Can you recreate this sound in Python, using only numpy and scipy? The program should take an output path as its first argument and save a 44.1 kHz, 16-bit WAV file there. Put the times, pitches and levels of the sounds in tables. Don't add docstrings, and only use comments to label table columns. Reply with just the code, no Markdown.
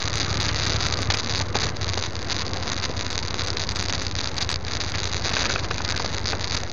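import sys
import numpy as np
from scipy import signal
from scipy.io import wavfile
from scipy.ndimage import uniform_filter1d

SR = 44100
rng = np.random.default_rng(int(sys.argv[2]) if len(sys.argv) > 2 else 0)


def to_linear_factor(level_db):
    exponent = np.asarray(level_db, float) / 20
    return 10 ** exponent


def waveform_to_disk(signal):
    frames = np.transpose(np.atleast_2d(signal))
    scaled = np.clip(frames, -1, 1) * 32767
    samples = np.round(scaled).astype(np.int16)
    wavfile.write(sys.argv[1], SR, samples)


N = 296352


def rms_one(x):
    return x / np.sqrt(np.mean(x ** 2) + 1e-20)


def in_time(rows):
    s, *columns = np.transpose(rows)
    return [np.interp(np.arange(N) / SR, s, column) for column in columns]


def drift(rate_hz):
    r = np.exp(-80 * np.pi * rate_hz / SR)
    white = rng.standard_normal(N // 40 + 2002)
    slow = signal.lfilter([1], [1, -2 * r, r * r], white)[2000:]
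    return np.interp(np.arange(N) / 40, np.arange(len(slow)), rms_one(slow))


def bandpass(x, low_hz, high_hz, order=2):
    return signal.sosfilt(signal.butter(order, [low_hz, high_hz], "band", fs=SR, output="sos"), x)


def ring(clicks, hz, t60):
    r, w = to_linear_factor(-60 / (t60 * SR)), 2 * np.pi * hz / SR
    return signal.lfilter([0, np.sin(w)], [1, -2 * r * np.cos(w), r * r], clicks + 1e-18)


def train(s, sizes):
    out = np.zeros(N)
    np.add.at(out, np.clip((np.asarray(s) * SR).astype(int), 0, N - 1), sizes)
    return out


def fading(clicks, ms):
    return signal.lfilter([1], [1, -np.exp(-1000 / (ms * SR))], np.abs(clicks) + 1e-18)


# time in seconds, speed in cycles per second.
ENGINE_SPEED = [(0.0, 12.547), (0.5, 12.956), (0.95, 12.912), (1.2, 11.924), (1.45, 12.312), (1.7, 12.876),
                (2.0, 10.9), (2.3, 11.351), (2.7, 11.229), (3.1, 11.05), (3.5, 10.872), (3.9, 11.025),
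                (4.3, 9.971), (4.7, 10.062), (5.2, 10.66), (5.7, 9.621), (6.2, 10.155), (6.72, 9.637)]


def cycles():
    start_cycle, slack_from_s, snatch_cycles, snatch_hz = -.636, 1.0, .014, 5
    slack = np.clip(np.arange(N) / SR / slack_from_s, 0, 1) ** 4
    turned = np.cumsum(in_time(ENGINE_SPEED)[0]) / SR
    return start_cycle + turned + snatch_cycles * slack * drift(snatch_hz)


# frequency in Hz, level in dB, 60 dB decay time in seconds.
PIPE_MODES = [
    (54.4, -13.5, 0.3),
    (92.8, -0.5, 0.12),
    (140.6, -15, 0.12),
]


def exhaust(turns, level_db):
    second_cylinder, second_db = .357, 2.5
    whole = np.arange(-1, np.ceil(turns[-1]))
    fired = np.sort(np.r_[whole, whole + second_cylinder])
    fired = fired[(fired > turns[0]) & (fired < turns[-1])]
    chance = rng.standard_normal((len(fired), 1 + len(PIPE_MODES)))
    s = np.interp(fired, turns, np.arange(N) / SR) - .0095 + .0003 * chance[:, 0]
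    push_db = second_db * (fired % 1 > 0) + 1.5 * chance[:, 1:].T
    out = np.zeros(N)
    for (hz, db, t60), mode_push_db in zip(PIPE_MODES, push_db):
        puffs = train(s, -to_linear_factor(mode_push_db))
        out += to_linear_factor(db) * ring(puffs, hz, t60)
    return to_linear_factor(level_db + 1.0) * rms_one(bandpass(out, 46, 170, order=3))


# time in seconds, pitch in Hz, level in dB.
GEAR_WHINE = [
    (0, 1198, -38.5),
    (.5, 1233, -40),
    (.92, 1251, -39),
    (1.1, 1150, -41),
    (1.5, 1080, -43),
    (2.1, 1047, -46),
    (3, 1008, -45),
    (4.5, 938, -50),
    (6.72, 935, -48),
]


def gears(turns):
    ripple_share, ripple_at_cycle, ripple_db = .06, .15, 3
    hz, level_db = in_time(GEAR_WHINE)
    angle = 2 * np.pi * (turns - ripple_at_cycle)
    smear_hz = 45 * drift(60) + 15 * drift(5)
    mesh_hz = hz * (1 + ripple_share * np.sin(angle)) + smear_hz
    tone = np.sin(2 * np.pi * np.cumsum(mesh_hz) / SR)
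    return to_linear_factor(level_db - 1.5 + ripple_db * np.cos(angle) + 2.0 * drift(14)) * tone


# start in seconds, length in seconds, chatter level in dB.
ROUGH_GROUND = [(0.0, 0.359, -25), (0.387, 0.364, -21), (0.76, 0.289, -27.5), (1.099, 0.11, -19),
                (1.239, 0.12, -27.5), (1.353, 0.064, -21), (1.547, 0.145, -19.5), (1.822, 0.264, -27.5),
                (2.19, 0.11, -30), (2.294, 0.034, -14), (2.364, 0.076, -26), (2.666, 0.075, -21.5),
                (2.779, 0.084, -22.5), (2.967, 0.19, -27.5), (3.215, 0.14, -33), (3.382, 0.13, -26.5),
                (3.56, 0.083, -23.5), (3.671, 0.04, -26.5), (3.756, 0.085, -23.5), (3.883, 0.195, -28.5),
                (4.163, 0.13, -26), (4.345, 0.087, -23), (4.478, 0.09, -25), (4.569, 0.14, -42.5),
                (4.639, 0.519, -27), (5.241, 0.299, -21.5), (5.667, 0.028, -39), (5.837, 0.349, -27),
                (6.246, 0.083, -24.5), (6.394, 0.22, -28.5)]


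def shaking():
    smooth_db, edge_s = -34.0, 0.004
    level_db = np.full(N, smooth_db)
    for s, length, db in ROUGH_GROUND:
        level_db[int(s * SR):int((s + length) * SR)] = db
    return uniform_filter1d(level_db, int(edge_s * SR), mode="nearest")


# frequency in Hz, width in Hz, level in dB, spread between ticks in dB.
SHELL_MODES = [
    (1350, 1400, -27, 5.5),
    (2350, 1350, 4, 8),
    (3964, 580, 4.5, 7),
    (4664, 560, 5.5, -7.5),
    (5950, 330, -3.5, 5.5),
    (6400, 230, -13.5, 1),
    (4900, 1330, -17, 9),
]


def housing(s, peak_db, buzz_db, buzz_ms):
    t = np.arange(400) / SR
    drive = to_linear_factor(buzz_db) * np.exp(-1000 * t / buzz_ms) * rng.standard_normal((len(s), 400))
    drive[:, 0] = 1
    shares = np.clip(rng.standard_normal((len(s), len(SHELL_MODES) + 1)), -2, 1.5)
    parts = []
    for k, (hz, width_hz, db, spread_db) in enumerate(SHELL_MODES):
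        share_db = np.minimum(spread_db, 2.5) * shares[:, [k]]
        parts.append(to_linear_factor(db + share_db) * ring(drive, hz, 2.2 / width_hz))
    bright = np.abs(sum(parts[2:])).max(axis=1)
    ticks = sum(parts) * (to_linear_factor(peak_db) * np.sign(shares[:, -1]) / bright)[:, None]
    out = np.zeros(N + 400)
    for at, tick in zip(np.clip(s * SR, 0, N - 1).astype(int), ticks):
        out[at:at + 400] += tick
    return out[:N]


# time in seconds, peak in dB.
HARD_SLAMS = [(.077, -9), (.2002, -6), (.4043, -9), (.4904, -8), (.7014, -8), (.7219, -9), (.867, -7),
              (.9388, -8), (.9899, -10), (1.1722, -8), (1.1985, -9), (1.2963, -8), (1.5572, -8),
              (1.5706, -9), (1.6367, -7), (1.9354, -9), (2.0256, -8), (2.3068, -9), (2.72, -8),
              (3.1903, -9), (3.8261, -9), (4.3815, -8), (5.1676, -9), (5.2595, -9), (5.4654, -9),
              (5.7818, -9), (5.9053, -9), (5.9234, -8), (5.9773, -9), (6.4437, -7)]
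# time in seconds, peak in dB.
CAMERA_LANDINGS = [(0.1551, -6.5), (0.3708, -8.5), (0.7988, -17), (0.9237, -7.5), (1.1017, -6),
                   (2.1224, -24), (2.1908, -16), (2.5335, -10.5), (2.9922, -11), (3.178, -3.5), (3.25, -15),
                   (3.3423, -7.5), (3.5029, -7.5), (3.57, -5), (3.69, -7.5), (3.7478, -29), (3.7892, -14),
                   (3.925, -7), (4.2257, -23), (4.2731, -8.5), (4.4908, -5.5), (4.5413, -6),
                   (4.6487, -17.5), (4.6816, -14), (5.1159, -15), (5.8376, -25), (5.8779, -12.5),
                   (6.077, -17), (6.566, -11.5), (6.6339, -12)]
# frequency in Hz, width in Hz, depth from 0 to 1.
PORT_NOTCHES = [
    (3110, 210, 1),
    (5960, 73, 0.1),
]


def chatter():
    flight_s, mean_wait_s = .0023, .0028
    s, db = np.transpose(HARD_SLAMS + [(s + .001, db) for s, db in CAMERA_LANDINGS])
    born = np.cumsum(flight_s + rng.exponential(mean_wait_s, 1800))
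    luck = np.clip(rng.standard_normal(1800), -3, 1.7)
    free = (np.abs(born[:, None] - s).min(axis=1) > flight_s) & (born < N / SR)
    born, luck = born[free], luck[free]
    clumped_db = shaking() + 2.0 * drift(50)
    tick_db = clumped_db[(born * SR).astype(int)] + 9.5 + 7 * luck
    to_landing_s = np.transpose(CAMERA_LANDINGS)[0] - born[:, None]
    airborne = ((to_landing_s > 0) & (to_landing_s < .012)).any(axis=1)
    tick_db = np.minimum(tick_db - 14 * airborne, -8.0)
    clean = luck > -.3
    clean_s, clean_db = np.r_[s - .00015, born[clean]], np.r_[db + 1.3, tick_db[clean]]
    out = housing(clean_s, clean_db, buzz_db=-24, buzz_ms=1.0)
    out = out + housing(born[~clean], tick_db[~clean], buzz_db=-14, buzz_ms=.9)
    for hz, width_hz, depth in PORT_NOTCHES:
        out = out - depth * signal.lfilter(*signal.iirpeak(hz, hz / width_hz, fs=SR), out)
    return out


# time in seconds, peak in dB, centre in Hz, length in ms.
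STONE_HITS = [(0.489, -6, 1690, 9.3), (0.863, -4, 1250, 1.7), (0.987, -12, 530, 5.2), (1.102, 0, 2100, 5.6),
              (1.143, 0.5, 2060, 3.1), (1.404, -10.5, 605, 11), (1.545, -7, 1070, 3.1),
              (1.551, -5, 460, 12), (1.664, -12, 515, 9.8), (1.973, -4.5, 625, 4.4), (2.895, -7.5, 301, 6),
              (3.569, -7, 1327, 2), (3.896, -0.5, 2290, 2.7), (3.936, -2, 1100, 2.7), (4.5, -7, 2043, 4.6),
              (4.68, -9, 1690, 3.9), (4.938, -14, 1420, 23), (5.167, -15, 311, 3.5),
              (5.374, -12, 1700, 4.4), (5.454, -1, 1490, 5.5), (5.643, -10, 2000, 7),
              (5.707, -13.5, 533, 11), (5.71, -3, 2100, 3.5), (5.804, -7.5, 659, 3.6), (5.998, -3, 675, 4),
              (6.044, -4, 490, 3.9), (6.33, -4, 525, 4.5)]


def stones():
    out, t = np.zeros(N + 2000), np.arange(2000) / SR
    for s, db, hz, ms in STONE_HITS:
        crunch = rms_one(bandpass(rng.standard_normal(2000), .35 * hz, 2.2 * hz))
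        envelope = (1 - np.exp(-t / 0.0011)) * np.exp(-1000 * t / ms)
        out[int(s * SR):][:2000] += to_linear_factor(db - 12.5) * crunch * envelope
    return out[:N]


# time in seconds, peak in dB.
BRACKET_BLOWS = [(5.2565, -23), (5.3138, -19), (5.3672, -12), (5.4181, -18), (5.4415, -19), (5.4994, -20),
                 (5.5588, -12.5), (5.5832, -23), (5.7094, -15), (5.7518, -26), (5.7808, -22), (5.8007, -28),
                 (5.888, -21), (5.9429, -26), (5.9748, -21), (6.331, -19)]
# frequency in Hz, level in dB, 60 dB decay time in seconds.
BRACKET_MODES = [
    (1567, -1.5, 0.01),
    (2430, -5.5, 0.007),
    (713, -11, 0.0082),
]


def bracket():
    s, db = np.transpose(BRACKET_BLOWS)
    blows = train(s, to_linear_factor(db + 2.5))
    grit = to_linear_factor(-15) * fading(blows, 2.5) * rng.standard_normal(N)
    swell = np.hanning(180) / 90
    out = np.zeros(N)
    for hz, level_db, t60 in BRACKET_MODES:
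        push = swell * np.cos(2 * np.pi * hz * np.arange(180) / SR)
        contact = signal.fftconvolve(blows, push)[:N]
        out += to_linear_factor(level_db) * ring(2 * contact + grit, hz, t60)
    return out


# frequency in Hz, level in dB per Hz.
RUSH_COLOUR = [(20, -21.5), (32, -13.5), (50, -7), (100, -5), (190, -0.5), (480, -4), (800, -8.5),
               (1400, -9), (2100, -12), (3000, -24.5), (4700, -20), (7000, -56.5)]


def rush(level_db):
    together, edges = drift(2.35), 24 * 2 ** np.arange(0, 8.6, .5)
    shake_db = shaking()
    shake_db = shake_db - shake_db.mean()
    white = rng.standard_normal((2, N))
    hz, db = np.transpose(RUSH_COLOUR)
    out = np.zeros(N)
    for k, (low, high) in enumerate(zip(edges, edges[1:])):
        colour_db = np.interp(np.log(low * high) / 2, np.log(hz), db)
        crunch_db = 0.5 * shake_db * np.clip(np.log2(low / 600) / 2, 0, 1)
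        flicker_db = 1.0 * together + 1.6 * drift(36)
        out += to_linear_factor(colour_db + crunch_db + flicker_db) * bandpass(white[k % 2], low, high)
    return to_linear_factor(level_db + 2.5) * rms_one(out)


# time in seconds, level in dB.
ENGINE_LOAD = [(0.0, -31.5), (0.67, -26.5), (1.06, -31.5), (1.1, -26), (1.21, -38.5), (1.33, -31),
               (1.5, -31), (1.66, -28.5), (1.78, -39), (1.83, -28), (2.11, -35), (4.88, -33.5), (5.5, -33),
               (5.6, -32.5), (6.64, -33), (6.72, -47.5)]


def scene():
    turns, (load_db,) = cycles(), in_time(ENGINE_LOAD)
    ground_db = uniform_filter1d(shaking(), int(.15 * SR), mode="nearest")
    rush_db = -37 + 0.24 * (load_db - load_db.mean()) + 0.05 * (ground_db - ground_db.mean())
    ride = exhaust(turns, load_db) + gears(turns) + rush(rush_db)
    return (ride + chatter() + bracket() + stones())[None]


# time in seconds, peak in dB.
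SPUTTER_SPECKS = [(0.0174, -49), (0.157, -33), (0.185, -40), (0.3414, -42), (0.4095, -33.5), (0.6614, -44),
                  (0.8715, -40), (1.0187, -32), (1.1516, -39), (1.3448, -50), (1.3876, -38), (1.6157, -41),
                  (1.9749, -40), (2.1251, -55), (2.8163, -48), (3.1567, -56), (3.1783, -43), (3.4368, -40),
                  (3.784, -52), (3.8279, -32), (4.0277, -42), (4.4188, -40), (4.5008, -33), (4.5206, -38),
                  (4.899, -41), (5.3014, -44), (5.433, -47), (5.9706, -40), (6.1429, -56), (6.307, -42)]


def sputter():
    specks_per_s, speck_db, spread_db = 79, -57, 2
    s, db = np.transpose(SPUTTER_SPECKS)
    shake_db = shaking()
    chance = rng.random(N)
    swarm_db = shake_db - shake_db.mean() + 4.0 * drift(3.0)
    born = chance < specks_per_s * to_linear_factor(swarm_db) / SR
    weak = born * to_linear_factor(speck_db + spread_db * np.minimum(rng.exponential(1, N), 3))
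    specks = train(s + 0.00033, to_linear_factor(db + 9.5)) + weak
    hiss = fading(specks, 1.3) * rng.standard_normal(N)
    dull = signal.sosfilt(signal.butter(4, 7800, fs=SR, output="sos"), hiss)
    return signal.sosfilt(signal.butter(6, 7500, "high", fs=SR, output="sos"), dull)


def top_cut(x):
    return signal.sosfilt(signal.butter(12, 15800, fs=SR, output="sos"), x)


def record(dry):
    low_pass = signal.firwin(241, 7040, window=("kaiser", 8), fs=SR)
    cut = signal.fftconvolve(.9 * np.tanh(dry / .9), low_pass[None], "same")
    skirt = to_linear_factor(-30.5 + 9.4 * drift(14)) * bandpass(dry, 7550, 8050, order=3)
    offset = -.027
    return top_cut(cut + skirt + sputter() + offset)


dry = scene()
out = record(dry)
waveform_to_disk(out)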